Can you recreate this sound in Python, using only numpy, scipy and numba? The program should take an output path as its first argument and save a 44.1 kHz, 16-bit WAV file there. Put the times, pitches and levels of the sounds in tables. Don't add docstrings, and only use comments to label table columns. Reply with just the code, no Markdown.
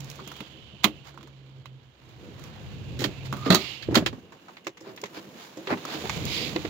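import sys
import numpy as np
from scipy import signal
from scipy.io import wavfile
from scipy.ndimage import uniform_filter1d
from numba import njit

SR = 44100
rng = np.random.default_rng(int(sys.argv[2]) if len(sys.argv) > 2 else 0)


def invert_db(x):
    u = np.asarray(x, float) / 20
    return 10 ** u


def to_wav(s):
    ch = np.atleast_2d(s).T
    pcm = np.round(np.clip(ch, -1, 1) * 32767)
    wavfile.write(sys.argv[1], SR, pcm.astype(np.int16))


N = 295029
t = np.arange(N) / SR


@njit
def svf(x, hz, width):
    y, band, low = np.empty(len(x)), 0., 0.
    for i in range(len(x)):
        if i & 63 == 0:
            g, k = np.tan(np.pi * hz[i] / SR), width / hz[i]
        v = (band + g * (x[i] + 1e-18 - low)) / (1 + g * (g + k))
        band, low, y[i] = 2 * v - band, low + 2 * g * v, k * v
    return y


def ring(x, modes, steep=False):
    def one(v, hz, width):
        y = svf(v, hz + 0 * t, 1. 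* width)
        return 1.473 * svf(y, hz + 0 * t, 1.93 * width) if steep else y

    def body(v):
        total = 0
        for k, (hz, width, db) in enumerate(modes):
            gain = (-1) ** k * invert_db(db) * np.sqrt(SR / np.pi / width)
            total = total + gain * one(v, hz, width)
        return total / np.sqrt(len(modes))
    return np.array([body(v) for v in x])


def walk(rate):
    hold = int(SR / rate)
    steps = np.repeat(rng.standard_normal(N // hold + 1), hold)
    return 1.44 * uniform_filter1d(uniform_filter1d(steps, hold), hold)[:N]


def pair(likeness):
    mid, side = rng.standard_normal((2, N))
    opposed = side * np.array([[1], [-1]])
    return (np.sqrt(1 + likeness) * mid + np.sqrt(1 - likeness) * opposed) / np.sqrt(2)


def swell(s, decay, rise):
    start = max(int((s - rise / 2) * SR), 0)
    u = t[:min(N - start, SR // 2)]
    return start, np.minimum(u / rise, 1) ** 2 * invert_db(-60 * np.maximum(u - rise, 0) / decay)


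def contacts(table, body, rise, decay_s, firm, top_db, strike_db, knock_db, chatter_db, tail_db, tail_s):
    force, strike = np.zeros((4, N)), np.zeros((4, 2, N))
    chatter = chatter_db * walk(700)
    signs = np.sign(rng.standard_normal((len(table), 2)))
    for (s, db, ring_db, edge_db), sign in zip(table, signs):
        i, e = swell(s, decay_s * invert_db(-firm * (db + 30)), rise)
        span = slice(i, i + len(e))
        size = invert_db(db + np.array([[ring_db], [0], [edge_db], [edge_db + top_db]]))
        force[:, span] += size * e * invert_db((1.5 - e) * chatter[span])
        strike[:, :, i + int(rise * SR)] += invert_db(strike_db) * size * sign
    strike[0] = invert_db(knock_db) * strike[0, 0]
    fade = invert_db(-60 / tail_s / SR)
    force = force + invert_db(tail_db) * signal.lfilter([1 - fade], [1, -fade], force)
    likeness = (0.11, -0.12, 0.24, 0.044)
    low, mid, edge, top = (f * pair(c) + k for f, k, c in zip(force, strike, likeness))
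    low = invert_db(-8.5) * ring(low, body[:1] + [(670, 380, -11.0)], steep=True)
    return low, ring(mid, body[1:], steep=True), edge, top


# start in seconds, peak in dB, low ring in dB, edge in dB.
HANDLE = [(0.192, -51.5, 13, -14), (0.1984, -54, 12, -10), (0.2753, -32.5, -8, -5.5), (0.3164, -35, 1, -8),
          (0.3644, -34.5, -11, -10), (0.4045, -26, -10, -18.5), (0.842, -3, -8.5, -11.5),
          (0.8454, -9.5, -21, -23), (0.8544, -29, 6, -26), (3.3263, -26, 0, -10.5), (3.3374, -39, 10, -15),
          (3.3674, -37, -1, -8)]
# centre in Hz, width in Hz, level in dB.
HANDLE_BODY = [(1180, 405, 2), (2030, 350, -7), (2640, 530, -4.5), (3120, 490, -2.5), (3850, 890, -3.5),
               (4550, 1000, -16.5)]


def handle():
    return contacts(HANDLE, HANDLE_BODY, rise=0.0007, decay_s=0.038, firm=0.13, top_db=-2, strike_db=14.5,
                    knock_db=7.5, chatter_db=-1.0, tail_db=-6.5, tail_s=.12)


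# start in seconds, peak in dB, low ring in dB, edge in dB.
CATCH = [
    (3.5025, -10, -5, -13),
    (3.509, -16.5, -7, -17),
    (3.522, -14, -8, -12.5),
    (3.533, -25.5, -11, -12),
    (3.5455, -9, -8, -6.5),
]
# centre in Hz, width in Hz, level in dB.
CATCH_BODY = [(1250, 670, 0.5), (1910, 440, -3.5), (2664, 250, -7), (3380, 480, -3), (3930, 200, -1.5),
              (4330, 290, 2)]


def catch():
    return contacts(CATCH, CATCH_BODY, rise=0.0024, decay_s=0.062, firm=.01, top_db=-4.5, strike_db=14,
                    knock_db=6.5, chatter_db=2.0, tail_db=-13.0, tail_s=0.46)


# start in seconds, peak in dB, low ring in dB, edge in dB.
LATCH = [
    (2.9903, -27.5, -23, -7.5),
    (3.004, -33.5, -6, -4),
    (3.0194, -35.5, 2, -4),
    (3.04, -18, -7, -9.5),
    (3.8232, -30.5, -17, -15.5),
    (3.9104, -49, 10, -4),
    (3.9441, -21.5, 1.5, -5),
    (3.9531, -6, -8.5, -9.5),
    (3.9724, -18, -3, -9),
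    (4.0608, -12.5, -6, -12),
]
# centre in Hz, width in Hz, level in dB.
LATCH_BODY = [(1160, 1200, 1.5), (1950, 890, 0), (2740, 590, -3.5), (3200, 340, 0), (3800, 880, -2),
              (4450, 1100, -0.5)]


def latch():
    return contacts(LATCH, LATCH_BODY, rise=0.0016, decay_s=.11, firm=.25, top_db=-7, strike_db=1,
                    knock_db=-1.0, chatter_db=1.0, tail_db=-17.0, tail_s=0.083)


# start in seconds, peak in dB, low ring in dB, edge in dB.
KEYS = [
    (1.0952, -52, -13, -11),
    (1.1424, -57.5, 8, 0),
    (1.1752, -48.5, 9, -6),
    (1.2087, -46, -1, -14),
    (1.2286, -42, -8, -9),
    (1.273, -49, 2.5, -5),
    (1.6566, -31.5, -10.5, -18),
    (2.0894, -54.5, -13, 0),
]


def keys():
    return contacts(KEYS, HANDLE_BODY, rise=0.00087, decay_s=0.028, firm=.01, top_db=-7, strike_db=13.5,
                    knock_db=8.0, chatter_db=0.5, tail_db=1, tail_s=0.16)


# start in seconds, peak in dB, low ring in dB, edge in dB.
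TRIM = [(4.1276, -46.5, 6, -6), (4.321, -45, 2, -4), (4.4824, -45, 6, -9), (4.5682, -36, -12, -16),
        (4.6455, -46, -30, -2), (4.6685, -22.5, -5, -5.5), (4.7711, -39.5, -9.5, -7.5),
        (4.8047, -49, -6, 4), (4.975, -33, -12, -15), (5.037, -26, -5.5, -7), (5.057, -39, -13, -5),
        (5.5716, -42.5, -1.5, 3.5), (5.6714, -19.5, -5, -18), (5.7718, -37, -2, -19), (6.0533, -35, 6, -22),
        (6.095, -20.5, -9, -7.5), (6.561, -20.5, -6, -13), (6.65, -29, -3.5, -16)]
# centre in Hz, width in Hz, level in dB.
TRIM_BODY = [(960, 610, 4), (2000, 660, 3), (2700, 510, -3), (3260, 750, -1), (4140, 1400, -4.5)]


def trim():
    return contacts(TRIM, TRIM_BODY, rise=0.0014, decay_s=0.062, firm=0.26, top_db=-12.5, strike_db=7,
                    knock_db=6.5, chatter_db=2.5, tail_db=-15.5, tail_s=0.18)


def seat():
    start_s, step_s, first_db, loss_db = 5.701, 0.012, -29, -2
    slips = [(start_s + k * step_s, first_db + k * loss_db, 1, -30) for k in range(4)]
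    return contacts(slips, TRIM_BODY[:3], rise=0.0024, decay_s=0.065, firm=.01, top_db=-6, strike_db=6,
                    knock_db=0, chatter_db=3.5, tail_db=-22, tail_s=.1)


# start in seconds, peak in dB, low ring in dB, edge in dB.
GRIP = [(0.0044, -34.5, -15, 0), (0.0444, -51, -21, 9), (0.0997, -36, -27, 1), (0.1131, -29.5, -37, -9),
        (0.1564, -44, -14, 2), (2.3944, -50, 3, 5), (2.4384, -41, -5, -2), (4.9623, -41, -9, 1),
        (5.015, -35, -21, 3), (5.8513, -31, 1.5, -0.5), (6.253, -31, -13.5, 5.5)]


def grip():
    return contacts(GRIP, HANDLE_BODY, rise=0.00098, decay_s=0.026, firm=.01, top_db=-5.5, strike_db=12.5,
                    knock_db=5.0, chatter_db=3.0, tail_db=-11, tail_s=.12)


# middle in seconds, length in seconds, pitch in Hz, level in dB.
SPRING = (3.5, 0.33, 1200, -42)


def spring():
    middle, length, hz, db = SPRING
    arch = np.cos(np.pi * np.clip((t - middle) / length, -.5, .5))
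    drag = arch * invert_db(db + 4.6 * walk(90))
    return ring(drag * pair(.5), [(hz, 130, 0)], steep=True) * invert_db([[-2.5], [2.5]])


# start in seconds, peak in dB, pitch in Hz, decay in seconds.
THUDS = [(0.218, -38.5, 220, 0.12), (0.271, -35, 203, 0.068), (0.404, -30.5, 205, 0.1),
         (0.736, -41.5, 202, 0.092), (0.845, -16.5, 212, 0.14), (2.994, -29, 266.7, 0.3),
         (3.016, -27.5, 329, 0.21), (3.045, -23, 293, 0.15), (3.324, -27.5, 199, 0.22),
         (3.464, -17.5, 273, 0.17), (3.5, -7, 180.2, 0.13), (3.519, -15, 213, 0.19),
         (3.546, -25, 236.6, 0.21), (3.885, -15, 312, 0.04), (3.907, -22.5, 177, 0.093),
         (3.925, -16.5, 316, 0.059), (3.954, -19.5, 366, 0.13), (3.967, -7.5, 225.4, 0.1),
         (4.022, -18, 225, 0.041), (4.061, -22.5, 329, 0.088), (4.128, -32, 257, 0.12),
         (4.176, -34, 250, 0.068),
         (4.667, -30, 337, 0.1), (4.811, -40.5, 325, 0.21), (4.869, -35.5, 398, 0.11),
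             (4.89, -39.5, 373, 0.28), (5.032, -26.5, 405, 0.079), (5.172, -33, 321, 0.13),
             (5.571, -33, 320, 0.24), (5.674, -29.5, 382.5, 0.38), (5.707, -21, 393, 0.076),
             (5.723, -18, 254.6, 0.1), (5.849, -37, 275, 0.13), (5.944, -29, 314, 0.32),
             (6.039, -26.5, 452, 0.091), (6.167, -28.5, 173.7, 0.13), (6.529, -29.5, 160, 0.12),
             (6.558, -17.5, 322, 0.092), (6.647, -22, 303, 0.09)]
# centre in Hz, width in Hz, level in dB.
PANEL = [(132, 61, -9.5), (205, 42, -9), (303.6, 24, -9), (380.5, 49, -6), (602, 250, -7.5)]


def thuds():
    spot, push = np.zeros((2, N)), np.zeros(N)
    blows = THUDS
    waver, chance = walk(60), rng.random((len(blows), 2))
    for (s, db, hz, decay), (turn, detune) in zip(blows, chance):
        i, e = swell(s, decay, rise=0.0029)
        span = slice(i, i + len(e))
        phase = 2 * np.pi * (hz * t[:len(e)] + turn) + 0.64 * waver[span] + np.array([[0], [.45]])
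        overtone = .5 * np.sin(phase * (1.3 + 0.404 * detune))
        spot[:, span] += invert_db(db) * e * (np.sin(phase) + overtone)
        push[span] += invert_db(db) * e ** 0.85
    skin = ring(push * pair(0.76), PANEL, steep=True)
    return invert_db(-0.5) * spot * invert_db([[-1.5], [1.5]]) + invert_db(-2.5) * skin


# time in seconds, rubbing effort in dB, left minus right in dB as the phone turns.
CLOTH = [(0, -53.5, -13), (.4, -51, -12), (.6, -57.5, -15), (1.3, -61.5, -16.5), (1.9, -65.5, -12.5),
         (2.1, -57.5, -10.5), (2.9, -53, -12.5), (3.3, -50.5, -12.5), (3.6, -44, -16), (3.9, -55, -13),
         (4, -50.5, -8.5), (4.25, -61.5, -7.5), (4.55, -59, -5), (4.74, -69, -3), (5, -56.5, -2.5),
         (5.55, -53, -5), (6.15, -38, -10), (6.69, -44, -11)]


def follow(law):
    s, effort_db, turn_db = np.transpose(CLOTH)
    db, per_effort, per_turn = law
    return invert_db(np.interp(t, s, db + per_effort * (effort_db + 55) + per_turn * (turn_db + 10)))


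# dB at effort -55 and turn -10, dB per dB of effort, dB per dB of turn.
BRUSH = (-59.5, .8, 0.23)
SWISH_LAW = (-55, 1.065, 0.011)
EDGE = (-67, 1.13, 0.59)
TOP = (-73.5, 1.11, 1.1)
# middle in seconds, length in seconds, swish in dB, brush and fizz in dB over swish.
STROKES = [(0.095, 0.64, -70.5, -0.5, 1.5), (0.839, 0.02, -38, -3, -8), (1.082, 0.11, -59.5, 6.5, -3.5),
           (2.44, 0.18, -74, -4, 4.5), (2.503, .7, -74, 10, -21), (3.261, 0.057, -49.5, -6, -8.5),
           (3.39, 0.13, -73, 5, 9), (3.467, 0.049, -41, 4.5, -14), (3.637, 0.55, -42.5, -41, -20),
           (3.99, .2, -60.5, 14.5, -15), (4.884, 0.14, -53, 1, -14), (5.171, 0.1, -43.5, -4, -14),
           (5.43, 0.23, -52.5, -6, -9), (5.716, 0.09, -42, 10.5, -16), (5.927, 0.22, -41.5, -3, -16.5),
           (6.383, 0.36, -30.5, -29.5, -16.5)]
# time in seconds, pitch in Hz, level in dB.
HOLLOW = [
    (.1, 3200, -85),
    (.25, 3200, -54),
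    (1, 2867, -60.5),
    (1.15, 3200, -71.5),
    (2, 3000, -72.5),
    (3.2, 2600, -55),
    (3.5, 2700, -68),
    (3.68, 2860, -43),
    (4, 2820, -66.5),
]
# centre in Hz, width in Hz, level in dB.
SWISH = [(2200, 990, 1), (3000, 510, 4), (3504, 1270, 4), (4800, 1100, -9.5)]
EDGE_BODY = [(5170, 1970, -1.26), (7000, 1470, -2)]
TOP_BODY = [(10870, 5200, 0), (13260, 3500, -1.5), (15230, 2100, 4)]


def cloth():
    level = np.array([follow(law) for law in (BRUSH, SWISH_LAW, EDGE, TOP)])
    bed = level[1].copy()
    for middle, length, db, brush_db, fizz_db in STROKES:
        arch = np.cos(np.pi * np.clip((t - middle) / length, -.5, .5)) ** 2.78
        level += invert_db(db + np.array([[brush_db], [0], [fizz_db], [fizz_db - 6]])) * arch
    quick = 1 - bed / level[1]
    level *= invert_db(1.27 * walk(400) + 0.48 * walk(20))

    brush_modes = [(660, 227, -3.0), (1030, 480, -0.6), (1332, 470, -0.2), (1660, 730, -0.6)]
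    brush = ring(pair(0.092), brush_modes, steep=True)
    fizz = level[2] * ring(pair(0), EDGE_BODY, steep=True) + level[3] * ring(pair(0), TOP_BODY, steep=True)
    s, hz, db = np.transpose(HOLLOW)
    whistle = ring(pair(0), [(np.interp(t, s, hz), 520, 0)], steep=True)
    hollow = whistle * invert_db(np.interp(t, s, db) + 0.5 * walk(40))
    swish = ring(pair(0), SWISH) + quick * ring(pair(0), [(4740, 1000, -4)])
    ports = signal.butter(5, (2000, 5250), "band", fs=SR, output="sos")
    swish = signal.sosfilt(ports, swish)
    return level[0] * brush, level[1] * swish + fizz * invert_db(0.74 * walk(30)) + hollow


# time in seconds, firing rate in Hz.
HUM = [
    (0, 141),
    (.6, 135),
    (.95, 142),
    (1.6, 132),
    (2.1, 124),
    (2.9, 124),
    (3.2, 133.5),
    (4, 131),
]
# start and end in seconds, level in dB at start and at end.
HUM_SPELLS = [
    (0, .5, -38, -63),
    (0.502, 1.3, -58, -49.5),
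    (1.3, 1.607, -51.5, -43.5),
    (1.675, 1.774, -47, -44.5),
    (1.853, 1.898, -52, -54),
    (2.046, 2.603, -52.5, -63),
    (2.75, 3.077, -57.5, -29.5),
    (3.127, 3.33, -45.5, -31),
    (3.33, 3.805, -35, -56),
]


def engine():
    s, hz = np.transpose(HUM)
    phase = 2 * np.pi * np.cumsum(np.interp(t, s, hz) * (1 + 0.0069 * walk(25))) / SR
    fade_s = .04
    spells = []
    for a, b, a_db, b_db in HUM_SPELLS:
        outside = np.maximum(np.maximum(a - t, t - b), 0)
        spells.append(np.interp(t, [a, b], [a_db, b_db]) - 20 * outside / fade_s)
    db = np.max(spells, axis=0)
    tone = invert_db(db + walk(15)) * np.sin(phase + np.array([[0], [.4]])) * invert_db([[1.5], [4.5]])
    half = invert_db(np.interp(t, [0, 2, 2.3], [-55, -65, -78]) + 2.8 * walk(7.1)) * np.sin(phase / 2)
    return tone + half


# time in seconds, gust in dB.
AIR = [(0, -48.5), (.5, -61.5), (.9, -57.5), (1.95, -67.5), (2.2, -49.5), (2.6, -47), (3, -43),
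       (3.65, -47.5), (3.8, -57), (3.9, -31), (4.15, -47), (4.3, -68), (5.3, -88), (5.8, -75), (6, -51),
       (6.25, -38.5), (6.45, -43.5), (6.69, -46.5)]
# centre in Hz, width in Hz, level in dB.
RUMBLE = [(42, 64, -6), (73, 29, -0.5), (116, 66, 6.5)]
# dB at effort -55 and turn -10, dB per dB of effort, dB per dB of turn.
FLAP = (-56, 0.87, 0.64)


def air():
    gust_db = np.interp(t, *np.transpose(AIR))
    rumble = ring(pair(.45), RUMBLE, steep=True)
    buffet = ring(pair(0.87), [(187.0, 101, 0.11), (336.4, 94, -1.37), (488, 140, -2.1)], steep=True)
    lumps = np.hypot(invert_db(-53 + 0.63 * (gust_db + 49.5)), follow(FLAP))
    lumps = lumps * invert_db(2 * walk(30) + 2.4 * walk(8) + np.array([[-1.0], [1.0]]))
    return rumble * invert_db(gust_db + 2 * walk(8.4)) + buffet * lumps


def scene():
    hits = [handle(), keys(), grip(), latch(), trim(), catch(), seat()]
    low, mid, edge, top = (sum(part) for part in zip(*hits))
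    brush, swish = cloth()
    dull = low + brush
    sharp = mid + ring(edge, EDGE_BODY, steep=True) + ring(top, TOP_BODY, steep=True)
    bright = swish + invert_db(-8.0) * sharp
    s, _, turn_db = np.transpose(CLOTH)
    pan_db = np.interp(t, s, turn_db) * np.array([[.5], [-.5]])
    near = dull * invert_db(0.31 * pan_db + 4.5) + bright * invert_db(pan_db + 0.24)
    return near + spring() + thuds() + engine() + air()


def low_pass(x):
    return signal.sosfilt(signal.butter(12, 16820, fs=SR, output="sos"), x)


def record(dry):
    cut = signal.sosfilt(signal.butter(2, 45, "high", fs=SR, output="sos"), dry)
    cut = signal.sosfilt(signal.ellip(8, .3, 32, 15850, fs=SR, output="sos"), cut)
    mix = np.tanh(0.74 * cut) / 0.85
    return low_pass(mix)


dry = scene()
out = record(dry)
to_wav(out)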